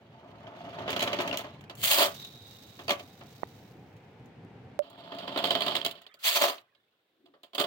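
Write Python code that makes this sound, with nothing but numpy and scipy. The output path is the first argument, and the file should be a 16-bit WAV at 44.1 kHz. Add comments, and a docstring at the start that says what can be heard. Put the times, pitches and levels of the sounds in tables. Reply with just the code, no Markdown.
"""Over a low room rumble, a model mine car full of gravel rolls in, chattering at the rail joints.
Inside a wood and card shed a tipping cradle turns it over, stones pour down a chute in surges,
and the cradle drops back with a clatter. The knocks and stones make the shed ring in a small room.
It all happens twice, heard close up and from a new spot the second time.
Between the two runs, a dry pop and a hollow blip sound on the right."""
import sys
import numpy as np
from scipy import signal
from scipy.fft import rfft, irfft
from scipy.io import wavfile

SR = 44100
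rng = np.random.default_rng(int(sys.argv[2]) if len(sys.argv) > 2 else 0)


def wav_out(sig):
    """Save sig, one row per channel (or a flat mono array), as 16-bit PCM at SR to the path in sys.argv[1]."""
    wavfile.write(sys.argv[1], SR, np.round(np.clip(np.atleast_2d(sig).T, -1, 1) * 32767).astype(np.int16))


N = 337806
TIME = np.arange(N) / SR
TAPS = 4096  # filter length in samples
FREQ = np.maximum(np.arange(TAPS // 2 + 1) * SR / TAPS, 1)
SECOND_RUN_S, POUR_STARTS_S = 4.79, (1.816, 6.23)


def undb(db):
    """Turn decibels into a plain multiplier."""
    return 10 ** (np.asarray(db) / 20)


def fader(rows, column=1):
    """A volume curve through (time_s, level_db) rows, silent before and after them."""
    rows = np.array(rows)
    playing = (TIME >= rows[0, 0]) * (TIME <= rows[-1, 0])
    return undb(np.interp(TIME, rows[:, 0], rows[:, column])) * playing


def colour(rows):
    """A tone curve, saying how strong each pitch is, for each decibel column of a table."""
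    hz, *columns = np.transpose(rows)
    return undb([np.interp(np.log(FREQ), np.log(hz), db) for db in columns])


def cutoff(hz, keep="low"):
    """A gentle filter that keeps the low or the high side of hz."""
    return signal.butter(2, hz, keep, fs=SR, output="sos")


def ring(sound, tone):
    """Give a sound a tone curve; white noise keeps its overall power."""
    # folding the cepstrum makes the ringing follow each hit, never come before it
    cepstrum = irfft(np.log(tone + 1e-7))
    cepstrum[:, 1:TAPS // 2] *= 2
    cepstrum[:, TAPS // 2 + 1:] = 0
    response = irfft(np.exp(rfft(cepstrum)))
    response /= np.sqrt(np.mean(np.sum(response ** 2, axis=1)))
    return signal.oaconvolve(sound, response, axes=1)[:, :N]


def stereo_noise(apart_hz):
    """White noise, alike left and right in the bass and unrelated above apart_hz."""
    mid, side = rfft(rng.standard_normal((2, N)))
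    hz = np.arange(len(mid)) * SR / N
    share = .5 * hz ** 2 / (hz ** 2 + apart_hz ** 2)
    mid, side = mid * np.sqrt(1 - share), side * np.sqrt(share)
    return irfft([mid + side, mid - side], N)


def grains(per_s, spread_db, fade_s):
    """The flickering power of many tiny hits, big and small; it averages 1."""
    size = undb(spread_db * np.minimum(rng.standard_normal(N), 2)) ** 2
    hits = (rng.random(N) < per_s / SR) * size
    power = signal.lfilter([1], [1, -np.exp(-1 / (fade_s * SR))], hits)
    return power / power.mean()


def clinks(level, per_s, low_hz, high_hz, ring_s, spread_db=4.5):
    """Small struck things ring at random times, each at its own pitch, as loud as level allows."""
    out, age = np.zeros((2, N)), TIME[:SR // 16]
    starts = np.flatnonzero(rng.random(N) < per_s / SR)
    draws = rng.random((len(starts), 6))
    for i, (pitch, decay, size, pan, *phases) in zip(starts, draws):
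        if level[i] > 0 and i + len(age) < N:
            hz = low_hz * (high_hz / low_hz) ** pitch
            fade = np.exp(-np.log(1000) * age / (ring_s * (.5 + decay)))
            sides = np.sqrt([[pan / 2], [1 - pan / 2]])
            note = np.sin(2 * np.pi * (hz * age + np.array(phases)[:, None]))
            out[:, i:i + len(age)] += level[i] * undb(spread_db * 2 * size) * fade * sides * note
    return out


# How loud the room rumbles: time_s, level_db
ROOM_LEVELS = [(0, -57), (.8, -49.5), (2.5, -54), (4.77, -50.5), (4.81, -64.5), (5.9, -59.5), (6.05, -78.5),
               (6.85, -88.5), (7.66, -94)]
# Tone of the rumble: pitch_hz, level_db
ROOM_TONE = [(18, -58), (30, -41.5), (106, 1), (336, -10.5), (384, -11), (426, -9.5), (649, -17),
             (760, -12.5), (1070, -23.5), (2230, -24.5), (3140, -30.5), (16000, -67.5)]
# Tone of the hiss: pitch_hz, level_db
HISS_TONE = [(18, -53.5), (30, -21), (461, 3), (1350, -9.5), (1460, -6), (2350, -8.5), (3490, -3),
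             (6050, -22), (11100, -24.5), (16000, -16.5)]
def room(hiss_db=-77, flutter_below_hz=450):
    """A rumble whose bass flutters, over a faint, even hiss."""
    rumble = ring(stereo_noise(apart_hz=1060), colour(ROOM_TONE))
    bass = signal.sosfiltfilt(cutoff(flutter_below_hz), rumble)
    flutter = np.sqrt(grains(per_s=120, spread_db=4, fade_s=.02))
    hiss = ring(stereo_noise(apart_hz=900), colour(HISS_TONE))
    return fader(ROOM_LEVELS) * (rumble + (flutter - 1) * bass) + undb(hiss_db) * hiss


def room_echo(sound, echo_db=-10, low_ring_s=.2, high_ring_s=.12, build_s=.0015, high_db=-2):
    """A small room's walls return a blur of echoes; the treble dies first."""
    age = TIME[:SR // 2]
    noise = stereo_noise(apart_hz=990)[:, :SR // 2]
    low = signal.sosfilt(cutoff(2500), noise) * np.exp(-np.log(1000) * age / low_ring_s)
    high = signal.sosfilt(cutoff(2500, "high"), noise) * np.exp(-np.log(1000) * age / high_ring_s)
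    tail = (low + undb(high_db) * high) * (1 - np.exp(-age / build_s))
    tail /= np.sqrt(np.sum(tail ** 2) / 2)
    return undb(echo_db) * signal.oaconvolve(sound, tail, axes=1)[:, :N]


def pop(at_s=3.4336, hz=700, width_s=.00056, db=-11, edge_hz=1900, edge_db=-27, edge_s=.0016):
    """A dry pop: one swing of air pressure with a brief, bright edge."""
    age = TIME - at_s
    swing = -undb(db) * np.sin(2 * np.pi * hz * age) * np.exp(-(age / width_s) ** 2)
    edge = (age > 0) * np.sin(2 * np.pi * edge_hz * age) * np.exp(-abs(age) / edge_s)
    return swing + undb(edge_db) * edge


def blip(start_s=4.7913, hz=588, fade_s=.021, db=-15.5):
    """A short, hollow blip that starts with a click."""
    age = TIME - start_s
    return -undb(db) * (age >= 0) * np.cos(2 * np.pi * hz * age) * np.exp(-(age / fade_s) ** 2)


def rub(levels, hz, half_width_hz):
    """Metal slides on metal in tiny slips that wake one ringing note."""
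    slips = np.sqrt(grains(per_s=900, spread_db=3, fade_s=.003)) * stereo_noise(apart_hz=1300)
    return fader(levels) * ring(slips, 1 / (1 + ((FREQ[None] - hz) / half_width_hz) ** 2))


# The cradle's pivot rubbing: time_s, level_db
PIVOT_LEVELS = [(7.1, -86), (7.19, -72), (7.28, -62), (7.34, -74.5), (7.42, -85)]
# The brass flap scraping: time_s, level_db
FLAP_LEVELS = [(2.12, -58), (2.245, -41), (2.29, -53.5), (2.8, -63), (3.7, -73)]
def pivot_and_flap():
    """The pivot rubs low as the cradle swings back; the flap scrapes thinly, more on the right."""
    pivot = rub(PIVOT_LEVELS, hz=329, half_width_hz=44)
    flap = rub(FLAP_LEVELS, hz=3790, half_width_hz=150)
    return pivot + flap * undb([[-3], [1.5]])


# How loud the sliding grit is: time_s, level_db
GRIT_LEVELS = [(2.06, -47), (2.2, -49), (2.32, -56.5), (3.6, -61.5), (3.8, -71), (4.3, -83)]
# Tone of the grit: pitch_hz, left_db, right_db
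GRIT_TONE = [(1500, -26, -14), (3510, -14, -7), (4600, -16.5, -7.5), (6500, -17.5, -12.5),
             (10600, -22, -29), (15760, -11, -24)]
def trickle():
    """After the first load, fine grit keeps sliding down the chute with a thin hiss."""
    hiss = np.sqrt(grains(per_s=3000, spread_db=14, fade_s=.0032)) * stereo_noise(apart_hz=1500)
    return fader(GRIT_LEVELS) * ring(hiss, colour(GRIT_TONE))


def loose_stones(db=-61, lead_s=.3, fade_db_per_s=20):
    """Stones shift and tinkle as the car starts to tip, then slowly come to rest."""
    ages = [TIME - pour_s + lead_s for pour_s in POUR_STARTS_S]
    level = sum((age > 0) * undb(db - fade_db_per_s * abs(age)) for age in ages)
    return clinks(level, per_s=260, low_hz=1003, high_hz=4100, ring_s=.054, spread_db=5)


# Pitches boosted in every hit: notes of the shed's floor and walls (one is a dip), and a bright sheen near 15
# kHz: pitch_hz, width_hz, boost_db
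SHED_NOTES = [(160, 40, 3), (270, 40, 3), (388, 50, 5), (475, 60, -3), (594, 70, 13), (690, 60, 5),
              (1010, 50, 3), (1160, 60, 7), (1810, 80, 3), (3130, 110, 4), (3390, 100, 4), (4380, 140, 4),
              (15300, 1400, 4)]
def shed(powers, tone, thud_top_hz=1550, clack_top_hz=6700):
    """Hits ring the shed's panels: three power curves become low thud, middle clack and high tick."""
    boost = undb(sum(db / (1 + (2 * (FREQ - hz) / width) ** 2) for hz, width, db in SHED_NOTES))
    body = colour(tone) * boost
    under_thud, under_clack = (1 / (1 + (FREQ / hz) ** 12) for hz in (thud_top_hz, clack_top_hz))
    shares = under_thud, under_clack * (1 - under_thud), 1 - under_clack
    return sum(ring(np.sqrt(power) * stereo_noise(apart_hz=2340), body * np.sqrt(share))
               for power, share in zip(powers, shares))


# Stray stones dropping: start_s, level_db, hardness_db
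STONE_DROPS = [(1.609, -53, -5), (1.639, -51, -13), (1.752, -53.5, 6), (2.247, -44.5, 0), (3.965, -66, -1),
               (4.258, -69.5, 5), (4.9, -60.5, 7), (5.911, -37, -4.5), (5.953, -48, -15), (6.017, -53, -2),
               (6.065, -43.5, -18), (6.141, -49, -4), (6.58, -44, -20), (6.749, -60, -22)]
def stray_stones(fade_s=.0032, thud_db=-7):
    """Thud, clack and tick power of single stones landing, each with one light tap."""
    taps = np.zeros((3, N))
    for start_s, db, hardness_db in STONE_DROPS:
        taps[:, int(start_s * SR)] = undb([db + thud_db, db, db + hardness_db]) ** 2
    return signal.lfilter([1], [1, -np.exp(-1 / (fade_s * SR))], taps)


# Wheels rolling, one list for each run: time_s, rumble_db, rattle_db
ROLL_LEVELS = [
    [(0.0, -62.5, -74), (0.19, -52.5, -72), (0.508, -46.5, -61.5), (0.908, -36, -51.5), (1.068, -34, -42),
     (1.188, -40.5, -49), (1.274, -32.5, -49), (1.456, -49.5, -55), (1.6, -59, -70)],
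    [(4.82, -53, -61.5), (4.966, -50.5, -60.5), (5.08, -44.5, -55), (5.512, -34.5, -40.5),
     (5.624, -39, -41.5), (5.71, -39, -40), (5.75, -39, -41), (5.894, -52.5, -54), (6.05, -68.5, -65)],
]
def wheels(thud_db=-6, clack_db=1, tick_db=-19, jolt_db=(-5, -6, -19)):
    """Thud, clack and tick power of rolling: rough wheels rumble, the load jiggles, uneven rails jolt."""
    rumble, rattle = (sum(fader(run, column) for run in ROLL_LEVELS) for column in (1, 2))
    roughness = grains(per_s=350, spread_db=3, fade_s=.0018)
    jiggle = grains(per_s=350, spread_db=5, fade_s=.013)
    jolts = (undb(jolt_db)[:, None] * rattle) ** 2 * grains(per_s=39, spread_db=1.5, fade_s=.003)
    thud = (rumble * undb(thud_db)) ** 2 * roughness
    clack, tick = ((rattle * undb(db)) ** 2 * jiggle for db in (clack_db, tick_db))
    return jolts + np.array([thud, clack, tick])


# Natural notes of the hollow track bed: pitch_hz, width_hz, level_db
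TRACK_NOTES = [(104, 34, -3.5), (174, 45, -2.5), (269.4, 74, -2.5), (682, 77, 1.5), (901, 100, -3)]
def track_hum(db=-8.5, low_cut_hz=70):
    """The rolling wheels keep the hollow bed under the track humming."""
    notes = sum(undb(peak_db) / (1 + (2 * (FREQ - hz) / width) ** 2) for hz, width, peak_db in TRACK_NOTES)
    tone = notes[None] * FREQ ** 2 / (FREQ ** 2 + low_cut_hz ** 2)
    shaking = np.sqrt(grains(per_s=250, spread_db=2, fade_s=.0013)) * stereo_noise(apart_hz=2400)
    return undb(db) * sum(fader(run) for run in ROLL_LEVELS) * ring(shaking, tone)


# Wheel rims striking the rail: start_s, pitch_hz, left_db, right_db
RIM_HITS = [(1.313, 2800, -18.5, -38), (1.329, 2770, -22, -40), (5.719, 3200, -37, -30.5),
            (5.7532, 3000, -30, -34.5), (5.766, 3560, -31, -16.5), (5.815, 3200, -45, -18)]
def rim_pings(ring_s=.022):
    """The lip on a wheel's rim strikes the rail and rings on one note."""
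    out, age = np.zeros((2, N)), TIME[:SR // 16]
    for start_s, hz, *sides_db in RIM_HITS:
        ping = np.sin(2 * np.pi * hz * age) * np.exp(-np.log(1000) * age / ring_s)
        start = int(start_s * SR)
        out[:, start:start + len(age)] += undb(sides_db)[:, None] * ping
    return out


def knocks(rows, gap_s, rise_s, thud_db, tick_db, settle_s=.011, usual_push_s=.0035):
    """Thud, clack and tick power of knocks: a crack, a bounce gap_s later, and loose parts chattering."""
    # one value each for thud, clack and tick
    crack_db, chatter_db, crack_stretch = (1.5, 2, 2), (-6, -8, -8), (1.3, 1.05, .75)
    power = np.zeros((3, N))
    chatter = grains(per_s=270, spread_db=2, fade_s=.0053)
    for start_s, db, hardness_db, bounce_db in rows:
        # a harder hit thuds less, ticks more and is over sooner
        levels_db = db + thud_db - .83 * hardness_db, db, db + tick_db + hardness_db
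        push_s = usual_push_s * 2 ** (-hardness_db / 24)
        for hit_s, hit_db in ((start_s, 0), (start_s + gap_s, bounce_db)):
            span = slice(int(hit_s * SR), int(hit_s * SR) + SR // 8)
            age = TIME[span] - TIME[span.start]
            rise = 1 - np.exp(-age / rise_s)
            # a longer push shakes more loose parts
            shaken = push_s / usual_push_s * np.exp(-age / settle_s) * chatter[span]
            for band, level_db in enumerate(levels_db):
                crack = undb(crack_db[band]) ** 2 * np.exp(-age / (push_s * crack_stretch[band]))
                settle = undb(chatter_db[band]) ** 2 * shaken
                power[band, span] += undb(level_db + hit_db) ** 2 * (crack + settle) * rise
    return power


# The cradle hitting its stops: start_s, level_db, hardness_db, bounce_db
CRADLE_HITS = [(1.696, -42, -4, -10), (2.79, -46, -6, -7), (2.8797, -30.5, -2.5, 5), (2.905, -21, 0, -12),
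               (2.995, -41.5, -2, -16), (3.209, -53.5, -11.5, -9), (7.257, -62, -2, -9.5),
               (7.337, -67, -13.5, -5.5), (7.432, -48.5, 2.5, -9), (7.532, -47.5, -3, -10),
               (7.548, -32, 5, -15), (7.58, -25, -0.5, -1.5), (7.598, -21.5, 3.5, -4),
               (7.638, -31, -2.5, -10)]
def cradle_stops():
    """Power of the heavy cradle landing on its stops, a softer blow than a wheel's."""
    return knocks(CRADLE_HITS, gap_s=.0125, rise_s=.0016, thud_db=-2, tick_db=-9.5)


# Wheels hitting rail joints: start_s, level_db, hardness_db, bounce_db
JOINT_HITS = [(0.468, -53.5, -12, -20), (0.786, -47.5, -11, -5), (0.878, -35.5, -8.5, 0),
              (0.904, -30.5, 7.5, -6), (0.928, -31.5, -2, -23), (0.963, -27.5, -0.5, -10),
              (0.992, -31.5, 5, 2), (1.019, -31, -4, -16), (1.0244, -24, 7, -10), (1.075, -30.5, -5.5, -22),
              (1.13, -29.5, -2.5, -4.5), (1.188, -32.5, -9, -0.5), (1.206, -31.5, 5, -6),
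              (1.2758, -33, 2.5, -10), (1.327, -33.5, -4, -0.5), (1.372, -31.5, 14.5, -11),
              (1.392, -40, -8.5, -20), (1.443, -48.5, -12.5, -7), (5.119, -42, -9, -21),
              (5.185, -40, 1.5, -7), (5.277, -35.5, -5, -7), (5.36, -34.5, -9, -14),
              (5.374, -26.5, 0, -3.5), (5.44, -24.5, 1, -2.5), (5.471, -32, 5, -14), (5.506, -21.5, 2, -27),
              (5.551, -24.5, -2, -22), (5.606, -28.5, 2, 1.5), (5.631, -39, -4, -16),
              (5.6634, -25.5, -0.5, -12), (5.679, -26.5, -1, -18), (5.72, -34, -4, -20),
              (5.7519, -24, 4, -2), (5.848, -24, 7.5, -1)]
def rail_joints():
    """Power of the wheels knocking sharply where two rails meet."""
    return knocks(JOINT_HITS, gap_s=.0132, rise_s=.0003, thud_db=-3, tick_db=-13.5)


# Tone of the hits from each listening spot: pitch_hz, left_db, right_db
FIRST_SPOT_TONE = [(49.2, -28, -33), (111, -15.5, -13.5), (395.3, -0.5, -3), (810, -3, -2.5),
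                   (1476, -7.5, -3.5), (2040, 5, 2.5), (2910, 6, 10.5), (4350, -13, 0), (5760, -19.5, -5.5),
                   (6700, -14.5, -5.5), (8310, -16.5, -28), (10960, -18.5, -31), (13500, -15, -30.5),
                   (15630, -16, -27.5)]
SECOND_SPOT_TONE = [(50, -49.5, -52.5), (114, -18.5, -25.5), (414, -4, -3.5), (704, -6, -6.5),
                    (1490, -10.5, -7), (2055, 1.5, -6), (3110, -4.5, 12), (4840, -14.5, 0),
                    (5940, -23.5, -21.5), (7000, -19.5, -17), (8400, -24, -26.5), (11030, -25, -32),
                    (13590, -25, -24), (15600, -18, -51)]
def mine_car(clink_db=-4, tub_db=-10):
    """Knocks and rolling shake the shed, while the wheels clink and the car's tub rings hollow."""
    power = rail_joints() + cradle_stops() + stray_stones() + wheels()
    thud, clack, _ = np.sqrt(power)
    wheel_clinks = clinks(clack, per_s=260, low_hz=2600, high_hz=4700, ring_s=.03)
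    tub = clinks(thud, per_s=160, low_hz=643, high_hz=1498, ring_s=.049, spread_db=2.5)
    first_run = shed(power * (TIME < SECOND_RUN_S), FIRST_SPOT_TONE)
    second_run = shed(power * (TIME >= SECOND_RUN_S), SECOND_SPOT_TONE)
    return first_run + second_run + undb(clink_db) * wheel_clinks + undb(tub_db) * tub


# Gravel flowing into the chute, one list for each load: time_s, level_db
POUR_LEVELS = [
    [(1.77, -61), (1.824, -45), (1.84, -27.5), (1.898, -32.5), (1.918, -22.5), (1.952, -28), (1.964, -31.5),
     (2.002, -23), (2.062, -33.5), (2.13, -63)],
    [(6.19, -66.5), (6.224, -57), (6.242, -33), (6.276, -26.5), (6.332, -34), (6.368, -24), (6.398, -36.5),
     (6.42, -26), (6.452, -26.5), (6.468, -35.5), (6.5, -32.5), (6.506, -40.5), (6.62, -71.5)],
]
# Tone of the gravel: pitch_hz, left_db, right_db
GRAVEL_TONE = [(98.6, -32, -28.5), (230, -14, -20), (393, -8.5, -6), (712, -2.5, -4.5), (1460, -8, -4),
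               (2030, 0.5, -5.5), (3160, -6, 5.5), (4670, -4, -1), (5550, -17, -14), (6940, -13, -11),
               (8450, -15, -19.5), (11000, -18, -19.5), (13600, -12, -27), (15250, -11.5, -16.5)]
def gravel(clink_db=-6, flap_cut_hz=460, chute_cut_hz=115, fill_s=.2):
    """The load slides out in surges; thousands of stones a second strike the chute and each other."""
    # the first stones only hit the light flap; the tone deepens as the rest reach the chute's bottom
    depth = sum(np.clip((TIME - s) / fill_s, 0, 1) ** 2 * (TIME < s + 1) for s in POUR_STARTS_S)
    # one value each for thud, clack and tick
    early_db, late_db, second_spot_db = (-9, 1.5, 4), (2, 1.5, 0), (-.5, -.5, -3)
    bands_db = np.outer(early_db, 1 - depth) + np.outer(late_db, depth)
    bands_db += np.outer(second_spot_db, TIME >= SECOND_RUN_S)
    flow = sum(fader(load) for load in POUR_LEVELS) * undb(bands_db)
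    stone_clinks = clinks(flow[1], per_s=450, low_hz=2000, high_hz=6400, ring_s=.028)
    hits = flow ** 2 * grains(per_s=2500, spread_db=4, fade_s=.0012)
    stones = shed(hits, GRAVEL_TONE) + undb(clink_db) * stone_clinks
    flap, chute = (signal.sosfiltfilt(cutoff(hz, "high"), stones) for hz in (flap_cut_hz, chute_cut_hz))
    return (1 - depth) * flap + depth * chute


def scene(right_lag_samples=9):
    """The model in its room, reaching the left ear first; the pop and blip are on the right only."""
    rubbing = pivot_and_flap()
    left, right = mine_car() + rim_pings() + track_hum() + gravel() + loose_stones() + trickle() + rubbing
    model = np.array([left, np.pad(right, (right_lag_samples, 0))[:N]])
    return model + room_echo(model) + room() + np.outer([0, 1], pop() + blip())


def record(dry, low_cut_hz=48, top_hz=16000):
    """Thin out the deep bass and cut off the highest treble."""
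    thinned = signal.sosfilt(cutoff(low_cut_hz, "high"), dry)
    return signal.sosfilt(signal.ellip(10, .2, 70, top_hz, fs=SR, output="sos"), thinned)


dry = scene()
out = record(dry)
wav_out(out)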